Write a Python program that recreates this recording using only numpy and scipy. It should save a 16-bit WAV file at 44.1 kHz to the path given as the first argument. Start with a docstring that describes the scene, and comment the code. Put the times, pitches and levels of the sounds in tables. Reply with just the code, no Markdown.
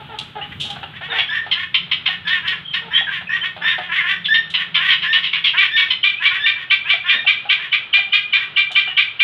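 """Guinea fowl on a roof terrace

A flock between brick walls: harsh chips, thin whines, sliding peeps and hoarse rasps, all buzzing or
whistling from the syrinx, until one bird near the microphone settles into a loud, even cackle.
Hens cluck softly; scuffs and footfalls are short bursts of coloured noise on the floor.
The walls throw back quick echoes; beyond them filtered noise makes the town's rumble, wash and faint hum."""
import sys
import numpy as np
from scipy import signal
from scipy.fft import rfft, irfft, next_fast_len
from scipy.io import wavfile
from scipy.ndimage import uniform_filter1d, minimum_filter1d, map_coordinates

SR = 44100
rng = np.random.default_rng(int(sys.argv[2]) if len(sys.argv) > 2 else 0)


def to_wav(sig):
    """Store sig (one row per channel, or 1-D mono) as 16-bit WAV at the path in sys.argv[1].

    Samples outside -1..1 are clipped; the rate is SR.
    """
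    pcm = np.clip(np.atleast_2d(sig), -1, 1) * 32767
    pcm = np.round(pcm).astype(np.int16)
    wavfile.write(sys.argv[1], SR, pcm.T)  # frames by channels


N = 407043

# Levels stand before fades and echoes; colours give relative levels, since each sound is rescaled.
# level of the town's rumble, before its gain: (time [s], level [dB])
RUMBLE_LEVEL = [(0.0, -43.5), (0.38, -47), (0.54, -40.5), (1.25, -51.5), (1.92, -49.5), (7.53, -56.5),
                (9.2, -57)]
# colour of the rumble: (frequency [Hz], level [dB])
RUMBLE_COLOUR = [(30, -29), (60, -13.5), (85, -0.5), (110, -2.5), (150, 3), (185, -5.5), (230, -8),
                 (400, -19), (900, -50)]
# colour of the outdoor wash: (frequency [Hz], level [dB])
WASH_COLOUR = [(15, -71.5), (25, -34.5), (118, -20.5), (293, -25), (397, -15), (493, -22.5), (943, -17.5),
               (1170, -16.5), (1330, -12.5), (1840, -15.5), (2140, -16.5), (3090, -9.5), (3600, -14),
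               (4370, -32.5), (5680, -55), (9610, -120)]
# hens' drawn notes: (time [s], length [s], base pitch [Hz], level [dB])
HEN_CROONS = [(0, 0.032, 431, -36), (0.089, .074, 443.7, -35), (0.354, 0.057, 418, -28),
              (0.649, .1, 414, -39), (1.082, .13, 457, -37), (2.817, 0.094, 456, -41),
              (8.01, 0.099, 399, -48.5)]
# hens' clucks: (time [s], level [dB])
HEN_CLUCKS = [(.203, -35), (.759, -32), (.829, -29), (1.009, -31.5), (1.126, -25.5), (1.186, -27),
              (1.464, -32), (2.084, -32), (3.01, -32.5), (3.21, -35), (3.564, -31.5), (3.781, -24),
              (5.169, -35.5), (6.936, -30.5), (7.244, -34), (7.453, -33.5), (7.979, -32.5), (8.704, -33.5),
              (8.874, -30.5)]
# resonances of a hen's throat: (frequency [Hz], level [dB])
HEN_THROAT = [(200, -31.5), (420, -16), (800, 6.5), (1050, -13), (1400, 0), (2200, -9.5), (3500, -4),
              (6000, -49.5)]
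# scuffs on the floor: (time [s], level [dB], rise [s], fade [s])
SCUFFS = [(.187, -15.5, 0.0015, 0.0052), (.201, -35, 0.0016, 0.003), (.598, -19, 0.011, 0.034),
          (.65, -27, .004, .02), (.7, -19, 0.0045, 0.0083), (4.5, -26.5, .004, 0.012),
          (8.715, -24.5, 0.0022, 0.011)]
# colour of a scuff: (frequency [Hz], level [dB])
SCUFF_COLOUR = [(300, -23.5), (2000, -21), (3000, 4), (3700, 3.5), (4800, -18), (7000, -22), (11000, -32.5),
                (15000, -60.5)]
# soft footfalls on the roof: (time [s], level [dB], rise [s], fade [s])
FOOTFALLS = [(.62, -45, .005, 0.075), (.82, -48, .005, .018), (1.16, -40.5, .005, 0.024),
             (7.14, -40, .01, 0.054)]
# colour of a footfall: (frequency [Hz], level [dB])
FOOTFALL_COLOUR = [(50, -24), (130, -15.5), (230, -0.5), (350, -10), (600, -2), (1200, -26.5), (4000, -56)]
# hoarse arching calls: (time [s], length [s], level [dB])
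RASP_CALLS = [(0.398, 0.062, -35), (0.506, 0.039, -34), (0.931, .06, -32), (1.01, .07, -28.5),
              (1.095, .14, -22), (1.299, 0.11, -25), (1.547, .11, -23.5), (2.064, 0.098, -24),
              (2.256, .15, -21.5), (2.422, 0.13, -21.5), (2.735, 0.059, -20.5), (2.902, .11, -22.5),
              (3.062, 0.14, -24), (3.291, .1, -23.5), (3.422, 0.062, -21), (3.611, 0.15, -19.5),
              (3.767, 0.12, -31.5), (3.884, .15, -19.5), (4.033, .12, -18), (4.567, 0.076, -22),
              (4.757, .2, -17.5), (5.025, 0.065, -20.5), (5.13, 0.087, -22), (5.355, 0.065, -28),
              (5.532, .14, -17), (5.779, 0.08, -20.5), (6.196, 0.083, -19), (6.298, 0.099, -20.5),
              (6.556, 0.099, -29), (6.844, .1, -24.5), (7.038, .13, -19.5), (7.568, 0.12, -28.5),
              (8.35, 0.12, -26.5), (8.856, 0.086, -34.5)]
# resonances of a rasping throat: (frequency [Hz], level [dB])
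RASP_THROAT = [(400, -45), (750, -28), (1080, -7.5), (1350, -8.5), (1800, 9), (2150, 1.5), (2500, 2.5),
               (3300, 3), (4000, -18.5), (4800, -30.5), (6500, -39), (8500, -49), (11000, -40),
               (15000, -75.5)]
# thin sliding peeps: (time [s], length [s], first pitch [Hz], last pitch [Hz], level [dB])
PEEP_CALLS = [(0.83, .022, 2570, 3080, -35), (0.412, 0.028, 2750, 3130, -28.5),
              (1.1, 0.027, 3740, 3430, -25.5), (1.271, 0.047, 3050, 3720, -28),
              (2.643, 0.13, 3295, 3036, -33), (2.934, 0.063, 3153, 3367, -15),
              (3.066, 0.035, 1724, 1506, -25), (3.269, 0.056, 2525, 2570, -29),
              (3.412, 0.026, 3110, 3060, -24.5), (3.981, .032, 2200, 1907, -17.5),
              (4.244, 0.028, 3650, 3200, -21.5), (6.178, 0.029, 2440, 2630, -28),
              (6.854, .034, 2380, 2800, -27.5), (7.083, 0.015, 2480, 2660, -23),
              (8.868, .053, 2960, 2950, -26)]
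# short harsh chips: (time [s], relative level [dB], length [s], brightness [dB per octave])
CHIP_CALLS = [(1.189, -5, 0.03, 0), (1.516, -5.5, 0.033, 1.5), (1.746, -1.5, 0.021, -0.5),
              (1.917, -5, 0.0275, -1), (2.06, -9, 0.037, -2.5), (2.275, -13.5, .04, 6.5),
              (2.475, -12.5, 0.029, 9), (2.736, -12.5, 0.032, 5), (4.255, -11.5, 0.017, 3.5),
              (4.344, -7, .029, -2), (4.543, -3, 0.026, -1.5), (4.747, -6.5, 0.042, -1),
              (4.903, -5.5, 0.046, -1), (5.024, -10.5, 0.031, -1.5), (5.13, -4, 0.039, 0),
              (5.235, -11.5, 0.052, 0.5), (5.331, -10.5, 0.048, -3.5), (5.444, -5, 0.05, 1.5),
              (5.654, -10.5, 0.022, 0.5), (5.766, -5.5, 0.047, 4), (5.906, -4.5, .028, 0)]
# resonances of a chipping throat: (frequency [Hz], level [dB])
CHIP_THROAT = [(500, -69), (1100, -16.5), (2000, -6), (2600, 6), (3150, 4), (3700, 1.5), (4300, -18),
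               (5300, -29.5), (6300, -45), (8500, -55), (11000, -55), (15000, -94.5)]
# one bird's whines: (time [s], length [s], relative level [dB], octave partial [dB], roughness [0-1])
WHINE_CALLS = [(1.287, 0.123, -21, -20, 0.44), (2.25, 0.11, -25, -6, 0.5), (2.91, .12, -24.5, -10.5, 0.36),
               (3.29, 0.075, -20.5, -31, 0.5), (3.618, 0.12, -19.5, -7, 0.25),
               (4.05, 0.13, -27, -20.5, 0.5), (4.284, .11, -14.5, -9, .2), (5.06, 0.11, -17, -13.5, 0.07),
               (5.71, .11, -20.5, -5, 0.28), (6.393, 0.12, -21.5, -1, 0.41), (7.055, 0.17, -29, 0, 0.28)]
# the near bird's cackle, about five notes a second: (time [s], relative level [dB], length [s])
CACKLE_NOTES = [(5.582, -0.5, .045), (5.779, 3, 0.017), (6.041, 3, 0.025), (6.257, 0.5, 0.025),
                (6.465, -1.5, 0.038), (6.711, -2, .045), (6.903, -2, 0.037), (7.097, -1.5, .036),
                (7.275, 1, 0.037), (7.501, -1, 0.039), (7.729, -3, 0.033), (7.94, 2.5, 0.034),
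                (8.134, 1.5, 0.04), (8.336, -0.5, 0.034), (8.572, 0, 0.037), (8.762, 0, 0.041),
                (8.978, 1.5, 0.033), (9.205, 0, 0.099)]
# base pitch of the cackle as the bout goes on: (time [s], pitch [Hz])
CACKLE_PITCH = [(5.6, 391.8), (6.5, 389.6), (7.27, 399), (7.5, 391), (8.13, 400.8), (8.76, 387.4),
                (9.2, 396)]
# resonances of the cackling throat, before its tilt: (frequency [Hz], level [dB])
CACKLE_THROAT = [(400, -53.5), (800, -49.5), (1170, -22), (1550, -19), (1980, -12), (2380, 3), (2750, -10),
                 (3200, -5), (3600, -7), (4100, -20.5), (5200, -39), (7000, -50.5), (11000, -62),
                 (15000, -74)]
# first echoes off the walls: (delay [s], relative level [dB])
WALL_ECHOES = [(0.0111, -3), (0.0221, -12.5), (0.026, -10.5), (.036, -18.5), (0.05, -16)]

TOP_HZ = 15500  # highest partial of a buzz, and the top of the microphone channel
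# base pitches [Hz], their spread from call to call [share] and roughness [0-1]
CLUCK_HZ, CLUCK_SPREAD = 386.4, .02
RASP_HZ, RASP_SPREAD, RASP_ROUGH = 361.8, .02, .42
CHIP_HZ, CHIP_ROUGH = 1048.6, 0.85
WHINE_HZ, WHINE_SPREAD = 1795, .015
CACKLE_ROUGH, CACKLE_TILT_DB = 0.22, -2.5  # roughness at the start of a note; tilt [dB per octave]
DRONE_START_S, DRONE_LENGTH_S, DRONE_FADE_S, DRONE_DB = 1.4, 4.3, 0.39, -49


def undb(db):
    """Decibels to gain."""
    return 10 ** (np.asarray(db) / 20)


def unit(x):
    """Scale to rms 1."""
    return x / np.sqrt(np.mean(x ** 2) + 1e-18)


def clock(length):
    """Sample times [s] of a sound at least 5 ms long."""
    return np.arange(int(max(length, .005) * SR)) / SR


def add(out, start, x):
    """Mix x in at a time [s]."""
    i = int(max(start, 0) * SR)
    out[i:i + len(x)] += x[:max(N - i, 0)]


def colour(x, points, tilt_db=0):
    """Filter by a (frequency [Hz], level [dB]) outline, tilted per octave; rms 1."""
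    size = next_fast_len(2 * len(x))
    octave = np.log2(np.fft.rfftfreq(size, 1 / SR) + 1)
    hz, db = np.transpose(points)
    tilted_db = db + tilt_db * np.log2(hz / hz[0])
    gain = undb(np.interp(octave, np.log2(hz), tilted_db))
    return unit(irfft(rfft(x, size) * gain, size)[:len(x)])


def wander(t, rate):
    """Smooth chance with a spread near 1, drawn at `rate` knots per second."""
    knots = rng.standard_normal(int(t[-1] * rate) + 3)
    return map_coordinates(knots, [t * rate], order=2, mode="nearest")


def gate(t, rise, fall):
    """Rounded opening and closing of a sound, over rise and fall [s]."""
    opening = np.sin(np.pi / 2 * np.clip(t / rise, 0, 1))
    closing = np.sin(np.pi / 2 * np.clip((t[-1] - t) / fall, 0, 1)) ** 2
    return opening * closing


def syrinx(t, hz, rough, jitter=0.047, hiss=1.0):
    """Membrane buzz, harmonics at random phases so it is less spiky; roughness jitters it and adds air."""
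    rough = np.clip(rough, 0, 1)
    phase = 2 * np.pi * np.cumsum(hz * (1 + jitter * rough * wander(t, 329.5))) / SR
    orders = np.arange(1, int(TOP_HZ / np.max(hz)))
    random_phases = rng.uniform(0, 2 * np.pi, size=(128, 1))[orders]
    buzz = unit(np.cos(np.outer(orders, phase) + random_phases).sum(axis=0))
    # noise that puffs once a cycle
    air = unit((1 + np.cos(phase)) * rng.standard_normal(len(t)))
    return (buzz + hiss * rough * air) * undb(4.0 * rough * wander(t, 219))


def town(wash_db=-41.0, rumble_db=3):
    """Distant noise: a low rumble of changing level under a lightly flickering outdoor wash."""
    t = np.arange(N) / SR
    rumble_level = undb(np.interp(t, *np.transpose(RUMBLE_LEVEL)) + rumble_db)
    rumble = colour(rng.standard_normal(N), RUMBLE_COLOUR) * rumble_level
    flicker = undb(2 * wander(t, 9))
    wash = colour(rng.standard_normal(N), WASH_COLOUR) * undb(wash_db) * flicker
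    return rumble + wash


def hens(cluck_s=0.025, croon_tilt_db=-6, cluck_tilt_db=-1):
    """Soft, mellow falling notes and short throaty clucks: a syrinx buzz coloured by the throat."""
    out = np.zeros(N)
    notes = [(*row, .25, croon_tilt_db) for row in HEN_CROONS]
    for start, db in HEN_CLUCKS:
        hz = CLUCK_HZ * (1 + CLUCK_SPREAD * rng.standard_normal())
        notes.append((start, cluck_s, hz, db, .9, cluck_tilt_db))
    for start, length, hz, db, rough, tilt_db in notes:
        t = clock(length)
        voice = syrinx(t, hz * (1.04 - .1 * t / length), rough, jitter=.08, hiss=1.4)
        add(out, start, undb(db) * colour(voice, HEN_THROAT, tilt_db) * gate(t, 0.0023, 0.019))
    return out


def contacts(rows, outline):
    """Gritty touches on the floor: uneven noise that rises at once and fades quickly."""
    out = np.zeros(N)
    for start, db, rise, fade in rows:
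        t = clock(3 * fade)
        grit = rng.standard_normal(len(t)) * undb(1 * wander(t, 800))
        envelope = np.minimum(t / rise, 1) * np.exp(-t / fade)
        add(out, start, undb(db) * colour(grit, outline) * envelope)
    return out


def rasps(arch=0.1323, closed_tilt_db=-9, jitter=.055, hiss=0.47, throb_db=2.5):
    """Hoarse calls: as the bird pushes, the beak opens and pitch and resonances arch up together."""
    out = np.zeros(N)
    for start, length, db in RASP_CALLS:
        t = clock(length)
        push = np.sin(2.7 * t / length) ** 2
        hz = RASP_HZ * (1 + RASP_SPREAD * rng.standard_normal())
        pitch = hz * (1 + 0.0354 * wander(t, 90.14))
        voice = syrinx(t, pitch, RASP_ROUGH * (.5 + .6 * push), jitter, hiss)
        voice = voice * undb(throb_db * wander(t, 110))
        open_beak = colour(voice, RASP_THROAT)
        closed_beak = 0.52 * colour(voice, RASP_THROAT, closed_tilt_db)
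        call = push * open_beak + (1 - push) * closed_beak
        # reading the call faster raises pitch and resonances alike
        tension = 1 + arch * (push - .65)
        call = map_coordinates(call, [np.cumsum(tension)], order=3, mode="mirror")
        add(out, start, undb(db) * call * gate(t, 0.021, 0.022))
    return out


def peeps(waver=0.024, flutter_db=4):
    """Brief, quavering whistles: a sine that slides between two pitches."""
    out = np.zeros(N)
    for start, length, first_hz, last_hz, db in PEEP_CALLS:
        t = clock(length)
        pitch = np.linspace(first_hz, last_hz, len(t)) * (1 + waver * wander(t, 290))
        whistle = np.sin(2 * np.pi * np.cumsum(pitch) / SR)
        note = unit(whistle * undb(flutter_db * wander(t, 180)))
        add(out, start, undb(db) * note * gate(t, 0.15 * length, 0.23 * length))
    return out


def chips(fall=.12, gain_db=-7.0, drain=0.97, attack_s=0.0095):
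    """A sudden rough squeak, falling in pitch as its pressure drains."""
    out = np.zeros(N)
    for start, db, length, bright_db in CHIP_CALLS:
        t = clock(length)
        pitch = CHIP_HZ * (1 + fall * (.3 - t / length))
        voice = syrinx(t, pitch, CHIP_ROUGH, jitter=0.069, hiss=1.0)
        burst = colour(voice * np.exp(-drain * t / length), CHIP_THROAT, bright_db)
        add(out, start - .004, undb(db + gain_db) * burst * gate(t, attack_s, .008))
    return out


def whines(third_db=-38, fourth_db=-55, sixth_db=-55, jitter=0.046, sideband=0.18, swell_db=6,
           gain_db=1, rise=.075):
    """Thin notes that rise and swell with the push; a slower second membrane makes the peak hoarse."""
    out = np.zeros(N)
    for start, length, db, octave_db, rough in WHINE_CALLS:
        t = clock(length)
        push = np.sin(2.14 * t / length) ** 2
        hz = WHINE_HZ * (1 + WHINE_SPREAD * rng.standard_normal())
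        bend = rise * np.sin(2.227 * t / length)
        pitch = hz * (.945 + bend + jitter * rough * wander(t, 300))
        phase = 2 * np.pi * np.cumsum(pitch) / SR
        soft_db = swell_db * (push - 1)  # only the two lowest partials swell
        levels_db = (soft_db, soft_db + octave_db, third_db, fourth_db, sixth_db)
        note = np.zeros(len(t))
        for order, partial_db in zip((1, 2, 3, 4, 6), levels_db):
            note += undb(partial_db + 2 * wander(t, 70)) * np.sin(order * phase)
        second_membrane = 1 + sideband * rough * push * np.sin(phase / 5)
        flutter = second_membrane * undb(3.8 * rough * wander(t, 200))
        envelope = gate(t, 0.06 * length, 0.23 * length)
        add(out, start, np.sqrt(2) * undb(db + gain_db) * note * flutter * envelope)
    return out


def drone(hz=174, width=.13):
    """A faint low hum from the town: narrow-band noise that fades in, holds and fades out."""
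    out, t = np.zeros(N), clock(DRONE_LENGTH_S)
    band = [(hz * (1 - 2 * width), -45), (hz * (1 - width), -12), (hz, 0),
            (hz * (1 + width), -14), (hz * (1 + 2 * width), -50), (2000, -120)]
    hum = colour(rng.standard_normal(len(t)), band)
    add(out, DRONE_START_S, undb(DRONE_DB) * hum * gate(t, DRONE_FADE_S, DRONE_FADE_S))
    return out


def cackle(lead=.012, whistle_hz=2980, whistle_db=-11, gain_db=-6.5, glide=0.0863, attack_s=0.0013,
           peak_s=0.011, sag_db_per_s=200, fray=0.55):
    """A brief whistle breaks into a rising buzz whose sixth harmonic rings the throat."""
    out = np.zeros(N)
    for start, db, length in CACKLE_NOTES:
        t = clock(lead + 0.0096)
        slide = whistle_hz * (.97 + 0.062 * t / t[-1] + 0.046 * wander(t, 240))
        whistle = np.sin(2 * np.pi * np.cumsum(slide) / SR) * np.sqrt(2)
        add(out, start - lead, undb(db + whistle_db) * whistle * gate(t, .012, .004))

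        t = clock(length)
        hz = np.interp(start, *np.transpose(CACKLE_PITCH))
        pitch = hz * (1.036 - glide * np.exp(-t / 0.0153) + .012 * wander(t, 94))
        # the note frays as the pressure runs out
        voice = syrinx(t, pitch, CACKLE_ROUGH + fray * (t / length) ** 2)
        pressure = undb(-sag_db_per_s * np.abs(t - peak_s))
        shaped = voice * pressure * gate(t, attack_s, .011)
        buzz = colour(shaped, CACKLE_THROAT, CACKLE_TILT_DB)
        add(out, start - .003, undb(db + gain_db) * buzz * gate(t, .002, .002))
    return out


def terrace(x, t60, tail_db, echo_db, sway=0.0009854):
    """Echoes from the nearest walls, shifting as the listener moves, then scatter that escapes to the sky."""
    t = clock(.6)
    scatter = rng.standard_normal(len(t)) * undb(2.3 * rng.standard_normal(len(t)))
    # t60 [s] is the time to fall 60 dB; the tail fades in after 7.5 ms
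    tail = scatter * np.exp(-np.log(1000) * t / t60) * np.clip(t / 0.015 - .5, 0, 1)
    out = x + undb(tail_db) * signal.fftconvolve(x, tail / np.linalg.norm(tail))[:N]
    now = np.arange(N) / SR
    for delay, db in WALL_ECHOES:
        path = delay + sway * wander(now, 1.0)
        echo = map_coordinates(x, [(now - path) * SR], order=3)
        out = out + undb(db + echo_db) * echo
    return out


def scene():
    """The near cackler, the more echoing flock around it, feet on the roof and the town beyond."""
    birds = hens() + rasps() + peeps() + chips() + whines()
    feet = contacts(SCUFFS, SCUFF_COLOUR) + contacts(FOOTFALLS, FOOTFALL_COLOUR)
    around = terrace(birds + feet, t60=0.35, tail_db=-7, echo_db=-2)
    near = terrace(cackle(), t60=0.38, tail_db=-10.5, echo_db=-4)
    return (town() + around + drone() + near)[None]


def record(dry, ceiling=0.76):
    """The phone's limiter eases the gain down around the highest peaks; the top is cut."""
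    span = int(.004 * SR)
    room = np.minimum(1, min(ceiling, .9) / (np.abs(dry[0]) + 1e-9))
    lowest = minimum_filter1d(room, 2 * span + 1)
    gain = uniform_filter1d(uniform_filter1d(lowest, span), span)
    top_cut = signal.ellip(8, .2, 70, TOP_HZ, fs=SR, output="sos")
    return signal.sosfilt(top_cut, dry * gain)


dry = scene()
out = record(dry)
to_wav(out)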